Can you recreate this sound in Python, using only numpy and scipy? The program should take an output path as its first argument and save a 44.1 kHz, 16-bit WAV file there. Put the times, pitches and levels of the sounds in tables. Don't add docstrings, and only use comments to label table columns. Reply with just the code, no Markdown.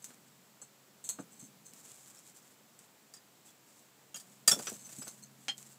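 import sys
import numpy as np
from scipy import signal
from scipy.fft import rfft, irfft, next_fast_len
from scipy.io import wavfile
from scipy.ndimage import map_coordinates

SR = 44100
rng = np.random.default_rng(int(sys.argv[2]) if len(sys.argv) > 2 else 0)


def dump_mix(stems):
    frames = np.atleast_2d(stems).T
    limited = np.clip(frames, -1, 1)
    pcm = np.round(limited * 32767).astype(np.int16)
    wavfile.write(sys.argv[1], SR, pcm)


N = 254898
TIME = np.arange(N) / SR
AGE = np.arange(SR // 4) / SR


def amp(db):
    return 10 ** (np.asarray(db) / 20)


def unit(x):
    return x / np.sqrt(np.mean(x ** 2) + 1e-20)


def fade(t60):
    return np.exp(-np.log(1000) * AGE / t60)


def add(track, t, sound):
    part = track[max(round(t * SR), 0):][:len(sound)]
    part += sound[:len(part)]


def shape(points, hz):
    f, db = np.transpose(points)
    return amp(np.interp(np.log(hz + 1), np.log(f), db))


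def filtered(x, response):
    size = next_fast_len(len(x) + 8192)
    return irfft(rfft(x, size) * response(np.fft.rfftfreq(size, 1 / SR)), size)[:len(x)]


def noise(response, size):
    return unit(filtered(rng.standard_normal(size), response))


def wobble(rate):
    return map_coordinates(rng.standard_normal(int(N * rate / SR) + 4), [TIME * rate])


def grains(rate, spread_db):
    clicks = rng.random(N) < rate / SR
    return clicks * rng.standard_normal(N) * amp(spread_db * np.minimum(rng.exponential(size=N), 3))


def ring(notes, vary_db, blur, build_t60):
    hz, db, t60 = np.transpose(notes)[:, :, None]
    gain = amp(db + vary_db * rng.standard_normal(db.shape))
    waver = signal.resample(rng.standard_normal((len(notes), 2, 60)), len(AGE), axis=2)
    phase = 2 * np.pi * (hz * AGE + rng.random(hz.shape))
    tones = (1 + blur * waver[:, 0]) * np.sin(phase) + blur * waver[:, 1] * np.cos(phase)
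    return np.sum(gain * fade(t60) * tones, axis=0) * (1 - fade(build_t60)) / np.linalg.norm(gain)


# f/Hz, level/dB
HISS_COLOUR = [(30, -16.5), (80, -9.5), (130, -5.5), (225, -2), (360, -5), (700, -6.5), (1900, -12),
               (4000, -14), (6200, -14.5), (7700, -10), (9200, -19.5), (12000, -18), (15500, -15.5)]
# f/Hz, level/dB
DRONE_NOTES = [(134.6, -5.5), (215, -8.5)]
# t/s, level/dB
DRONE_SWELL = [(0, -69.5), (3.5, -76.5), (4.9, -65), (5.2, -62.5), (5.78, -62)]
def background():
    drone = sum(amp(db + wobble(5.2)) * np.sin(2 * np.pi * hz * TIME + 0.5 * wobble(10))
                for hz, db in DRONE_NOTES)
    swell = amp(np.interp(TIME, *np.transpose(DRONE_SWELL)))
    hiss = amp(-63) * noise(lambda hz: shape(HISS_COLOUR, hz), N)
    return hiss + np.sqrt(2) * swell * drone


def strokes(moves):
    return sum(amp(db) * np.cos(np.pi * np.clip((TIME - t) / length, -.5, .5)) for t, length, db in moves)


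# middle t/s, length/s, level/dB
GLOVE_STROKES = [(0.1, 0.15, -61), (0.28, 0.045, -70), (1.79, 0.099, -56), (1.89, 0.14, -54.5),
                 (2.01, 0.22, -57.5), (2.1, 0.075, -59.5), (2.18, 0.11, -58), (2.28, 0.11, -57),
                 (2.372, 0.067, -56.5), (2.48, 0.17, -64), (2.83, .1, -64), (3.485, 0.083, -58.5),
                 (3.75, 0.27, -65), (4.32, 0.18, -64), (4.67, 0.26, -46), (4.98, 0.52, -53.5),
                 (5.44, 0.14, -63), (5.6, 0.074, -54), (5.7, .14, -57.5)]
BODY_LEANS = [(0.1, 1.23, -68), (1.4, 1.1, -65), (2.4, 1.5, -73.5), (4.8, 1.67, -64), (5.7, 0.88, -69.5)]
# f/Hz, level/dB
GLOVE_COLOUR = [(300, -3.5), (1500, -9.5), (3500, -8.5), (5500, -5), (7700, 6), (9200, -3.5), (12500, -8.5),
                (15500, -10)]
JACKET_COLOUR = [(70, -29), (150, -2), (220, 4), (320, -11.5), (500, -17), (1500, -25), (4000, -23.5)]
def clothing():
    slips = grains(rate=5000, spread_db=2.2) * amp(2 * wobble(70))
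    rub = unit(filtered(slips, lambda hz: shape(GLOVE_COLOUR, hz)))
    jacket = noise(lambda hz: shape(JACKET_COLOUR, hz), N)
    return strokes(GLOVE_STROKES) * rub + strokes(BODY_LEANS) * jacket


# f/Hz, level/dB
THUD_COLOUR = [(50, -28), (110, -17), (200, -3.5), (290, -8.5), (400, -9.5), (620, -5), (950, -13.5),
               (1400, -3), (2100, -11.5), (5000, 10)]
# f/Hz, level/dB, fade time/s
STONE_NOTES = [(205, -6, .1), (272, 0, .11), (325, -8, .08)]
def knock(bright_hz):
    thud = noise(lambda hz: shape(THUD_COLOUR, hz) / (1 + (hz / bright_hz) ** 4), len(AGE))
    clatter = thud * (fade(.075) + amp(-13) * fade(.16))
    thump_db = -8 - 7.5 * np.log2(bright_hz / 1000)
    thump = amp(thump_db) * ring(STONE_NOTES, vary_db=1, blur=.2, build_t60=.012)
    blow = (clatter + thump) * (1 - fade(.004))
    return blow / np.std(blow[:SR // 50])


# t/s, level/dB, brightness/Hz
LANDINGS = [(0.103, -59.5, 2040), (0.62, -61.5, 1510), (1.187, -46.5, 1330), (1.197, -43.5, 340),
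            (1.424, -54, 380), (4.528, -42.5, 696), (4.563, -46.5, 694), (4.575, -51, 700),
            (4.592, -45, 1290), (4.719, -48.5, 596), (4.983, -49.5, 332), (5.019, -54, 2400),
            (5.068, -53.5, 1800)]
def landings():
    out = np.zeros(N)
    for t, db, bright_hz in LANDINGS:
        add(out, t, amp(db) * knock(bright_hz))
    return out


# t/s, f/Hz, level/dB
TOUCHES = [(2.172, 5480, -57.5), (3.139, 5460, -57), (3.166, 4940, -59), (3.482, 3380, -59),
           (4.736, 6220, -42), (4.848, 6180, -45), (4.857, 8000, -47), (5.008, 7900, -38),
           (5.021, 5070, -46.5), (5.046, 8030, -44), (5.081, 6200, -49), (5.229, 4270, -55)]
def tinks():
    out = np.zeros(N)
    for t, hz, db in TOUCHES:
        add(out, t, amp(db) * ring([(hz, 0, .09)], vary_db=0, blur=.6, build_t60=.02))
    return out


def crack(colour, echo_db, echo_t60):
    response = lambda hz: shape(colour, hz)
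    click = filtered(1.0 * (np.arange(len(AGE)) == 20), response)
    splinters = .9 * fade(.004)
    echoes = amp(echo_db) * fade(echo_t60) * (1 - fade(.018))
    return 3.6 * click / click.max() + noise(response, len(AGE)) * (splinters + echoes)


# f/Hz, level/dB
CRACK_COLOUR = [(80, -55), (300, -23), (600, -14.5), (950, -15), (1500, -17.5), (2400, -12), (4000, -10),
                (5500, -4.5), (7000, 2), (8200, 1.5), (9300, -5.5), (12000, -10), (15500, -10.5)]
# t/s, level/dB
EDGE_SNAPS = [(0.0434, -36), (1.0905, -30.5), (1.7357, -43), (2.7909, -46.5), (3.7935, -53), (4.159, -36),
              (4.4956, -21.5), (4.625, -40.5), (5.0802, -33.5), (5.58, -39.5), (5.628, -44.5)]
def snaps():
    out = np.zeros(N)
    for t, db in EDGE_SNAPS:
        add(out, t, amp(db) * crack(CRACK_COLOUR, echo_db=-8.5, echo_t60=.074))
    return out


def clinks(hits, notes, colour, weight_db, build_t60, echo_db, echo_t60):
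    out = np.zeros(N)
    for t, ring_db, crack_db in hits:
        tone = ring(notes, vary_db=1, blur=.45, build_t60=build_t60)
        body = tone + amp(weight_db) * knock(bright_hz=2080)
        add(out, t, amp(ring_db) * body + amp(crack_db) * crack(colour, echo_db, echo_t60))
    return out


# f/Hz, level/dB, fade time/s
BLOCK_NOTES = [(4275, -19, .21), (6300, -9, .14), (6410, -15, .14), (7170, -3, .11), (7480, -8, .12),
               (7730, -8, .1), (7920, 0, .1), (8800, -13, .1), (12085, -24, .09)]
# f/Hz, level/dB
GRIT_COLOUR = [(300, -18), (2000, -18), (4300, -8), (5400, -38), (6300, 5), (7300, -0.5), (8000, 7),
               (8900, -2.5), (9700, -15), (12300, -8), (15500, -16)]
# t/s, ring level/dB, crack level/dB
BLOCK_TAPS = [(0.0425, -49, -50), (0.616, -43, -59), (1.041, -46, -44), (1.0902, -29.5, -37.5)]
def block():
    return clinks(BLOCK_TAPS, BLOCK_NOTES, GRIT_COLOUR,
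                  weight_db=-31, build_t60=.0025, echo_db=1.5, echo_t60=.18)


# t/s, length/s, level/dB
BLOCK_SCRAPES = [(0.021, 0.0081, -51.5), (1.051, 0.057, -49), (1.178, 0.042, -54), (1.29, 0.087, -61.5),
                 (1.358, 0.11, -55), (1.632, 0.072, -54.5), (4.754, 0.11, -56), (4.873, 0.093, -68),
                 (4.976, 0.027, -44.5), (5.063, 0.037, -48), (5.219, 0.027, -52)]
def scrapes():
    out = np.zeros(N)
    for t, length, db in BLOCK_SCRAPES:
        strengths = amp(4 * rng.standard_normal(len(BLOCK_NOTES)))
        peaks = lambda hz: sum(gain * amp(level / 3) / (1 + 1j * (hz - note_hz) / 55)
                               for gain, (note_hz, level, _) in zip(strengths, BLOCK_NOTES))
        slips = grains(rate=1500, spread_db=2)[:len(AGE)]
        singing = unit(filtered(slips, lambda hz: peaks(hz) * shape(GRIT_COLOUR, hz) ** .4))
        gritty = unit(filtered(slips, lambda hz: shape(GRIT_COLOUR, hz)))
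        push = np.interp(AGE, [0, .4 * length, length, length + .05], [0, 1, .7, 0]) ** 2
        add(out, t, amp(db) * push * (singing + amp(-14) * gritty))
    return out


# f/Hz, level/dB, fade time/s
HELD_NOTES = [(781, -16, .1), (1948, -18, .08), (2885, -8, .08), (3182, 0, .11), (3310, -12, .09),
              (4244, -10, .1), (5141, -15, .1), (6530, -14, .06), (6660, -15, .07)]
# f/Hz, level/dB
CLACK_COLOUR = [(80, -38), (250, -10), (600, -3), (1000, -7), (1700, 1.5), (2700, 2.5), (3800, -4),
                (5500, -4.5), (6700, -2.5), (8000, -3.5), (9300, -13.5), (12000, -26), (15500, -34)]
# t/s, ring level/dB, crack level/dB
HELD_BUMP = [(5.4829, -22, -30)]
def held_block():
    return clinks(HELD_BUMP, HELD_NOTES, CLACK_COLOUR,
                  weight_db=-33, build_t60=.045, echo_db=-4, echo_t60=.11)


# f/Hz, level/dB,
# fade time/s
KNIFE_NOTES = [(2793, -11, .06), (3186, -15, .12), (6550, -8, .04), (6723, 0, .06), (6955, -9, .04)]
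# t/s, ring level/dB, crack level/dB
KNIFE_TAPS = [(4.1443, -33, -40.5), (4.1489, -38.5, -54)]
def knife():
    return clinks(KNIFE_TAPS, KNIFE_NOTES, CRACK_COLOUR,
                  weight_db=-25, build_t60=.0013, echo_db=-6, echo_t60=.08)


# f/Hz, level/dB, fade time/s
SHARD_NOTES = [(1370, -15, .1), (3340, -9, .09), (3474, -7, .11), (5400, -8, .08), (5487, 0, .09),
               (5560, -9, .09), (6450, -11, .09), (7452, -11, .09), (8100, -7, .08), (10088, -8, .08)]
CHIP_NOTES = [(1523, -11, .09), (2589, -11, .08), (5060, -13, .08), (5910, 0, .1), (7633, -10, .08)]
# t/s, ring level/dB, crack level/dB
SHARD_BOUNCES = [(4.514, -17, -23)]
CHIP_BOUNCES = [(4.6702, -32.5, -35), (4.8897, -52, -75)]
def pieces():
    shard = clinks(SHARD_BOUNCES, SHARD_NOTES, CRACK_COLOUR,
                   weight_db=-21.5, build_t60=.01, echo_db=-4.5, echo_t60=.15)
    chip = clinks(CHIP_BOUNCES, CHIP_NOTES, CLACK_COLOUR,
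                  weight_db=-12, build_t60=.005, echo_db=-4.5, echo_t60=.11)
    return shard + chip


# t/s, level/dB
SLAB_BREAKS = [(4.475, -20.5), (4.511, -33)]
def crunch():
    cracks = grains(rate=4000, spread_db=2.5)
    burst = np.minimum(AGE / .0035, 1) * fade(.12)
    force = np.zeros(N)
    for t, db in SLAB_BREAKS:
        add(force, t, amp(db) * burst)
    return force * unit(filtered(cracks, lambda hz: shape(CRACK_COLOUR, hz)))


# f/Hz, level/dB, fade time/s
SLAB_NOTES = [(1290, -13, .08), (1795, -9, .09), (3320, -15, .11), (4797, 2, .085), (5000, -8, .06),
              (6240, -8, .05), (6680, -3, .06), (6896, -4, .05), (7525, -1, .06), (8171, -2, .06),
              (9118, -3, .06)]
# t/s, ring level/dB, crack level/dB
SLAB_STRIKES = [(3.1385, -48, -46), (3.166, -51, -63), (4.1637, -43, -38.5), (4.1992, -48.5, -44),
                (4.4785, -12, -17), (4.5909, -43, -37)]
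def slab():
    return clinks(SLAB_STRIKES, SLAB_NOTES, CRACK_COLOUR,
                  weight_db=-25, build_t60=.0023, echo_db=-4, echo_t60=.12)


def scene():
    ringing = block() + slab() + knife() + pieces() + held_block()
    handling = snaps() + tinks() + crunch() + landings() + scrapes()
    return (ringing + handling + clothing() + background())[None]


def record(dry):
    bottom_hz, top_hz = 100, 15600
    thin = signal.sosfilt(signal.butter(4, bottom_hz, "highpass", fs=SR, output="sos"), dry[0])
    return filtered(thin, lambda hz: 1 / (1 + (hz / top_hz) ** 160))[None]


dry = scene()
out = record(dry)
dump_mix(out)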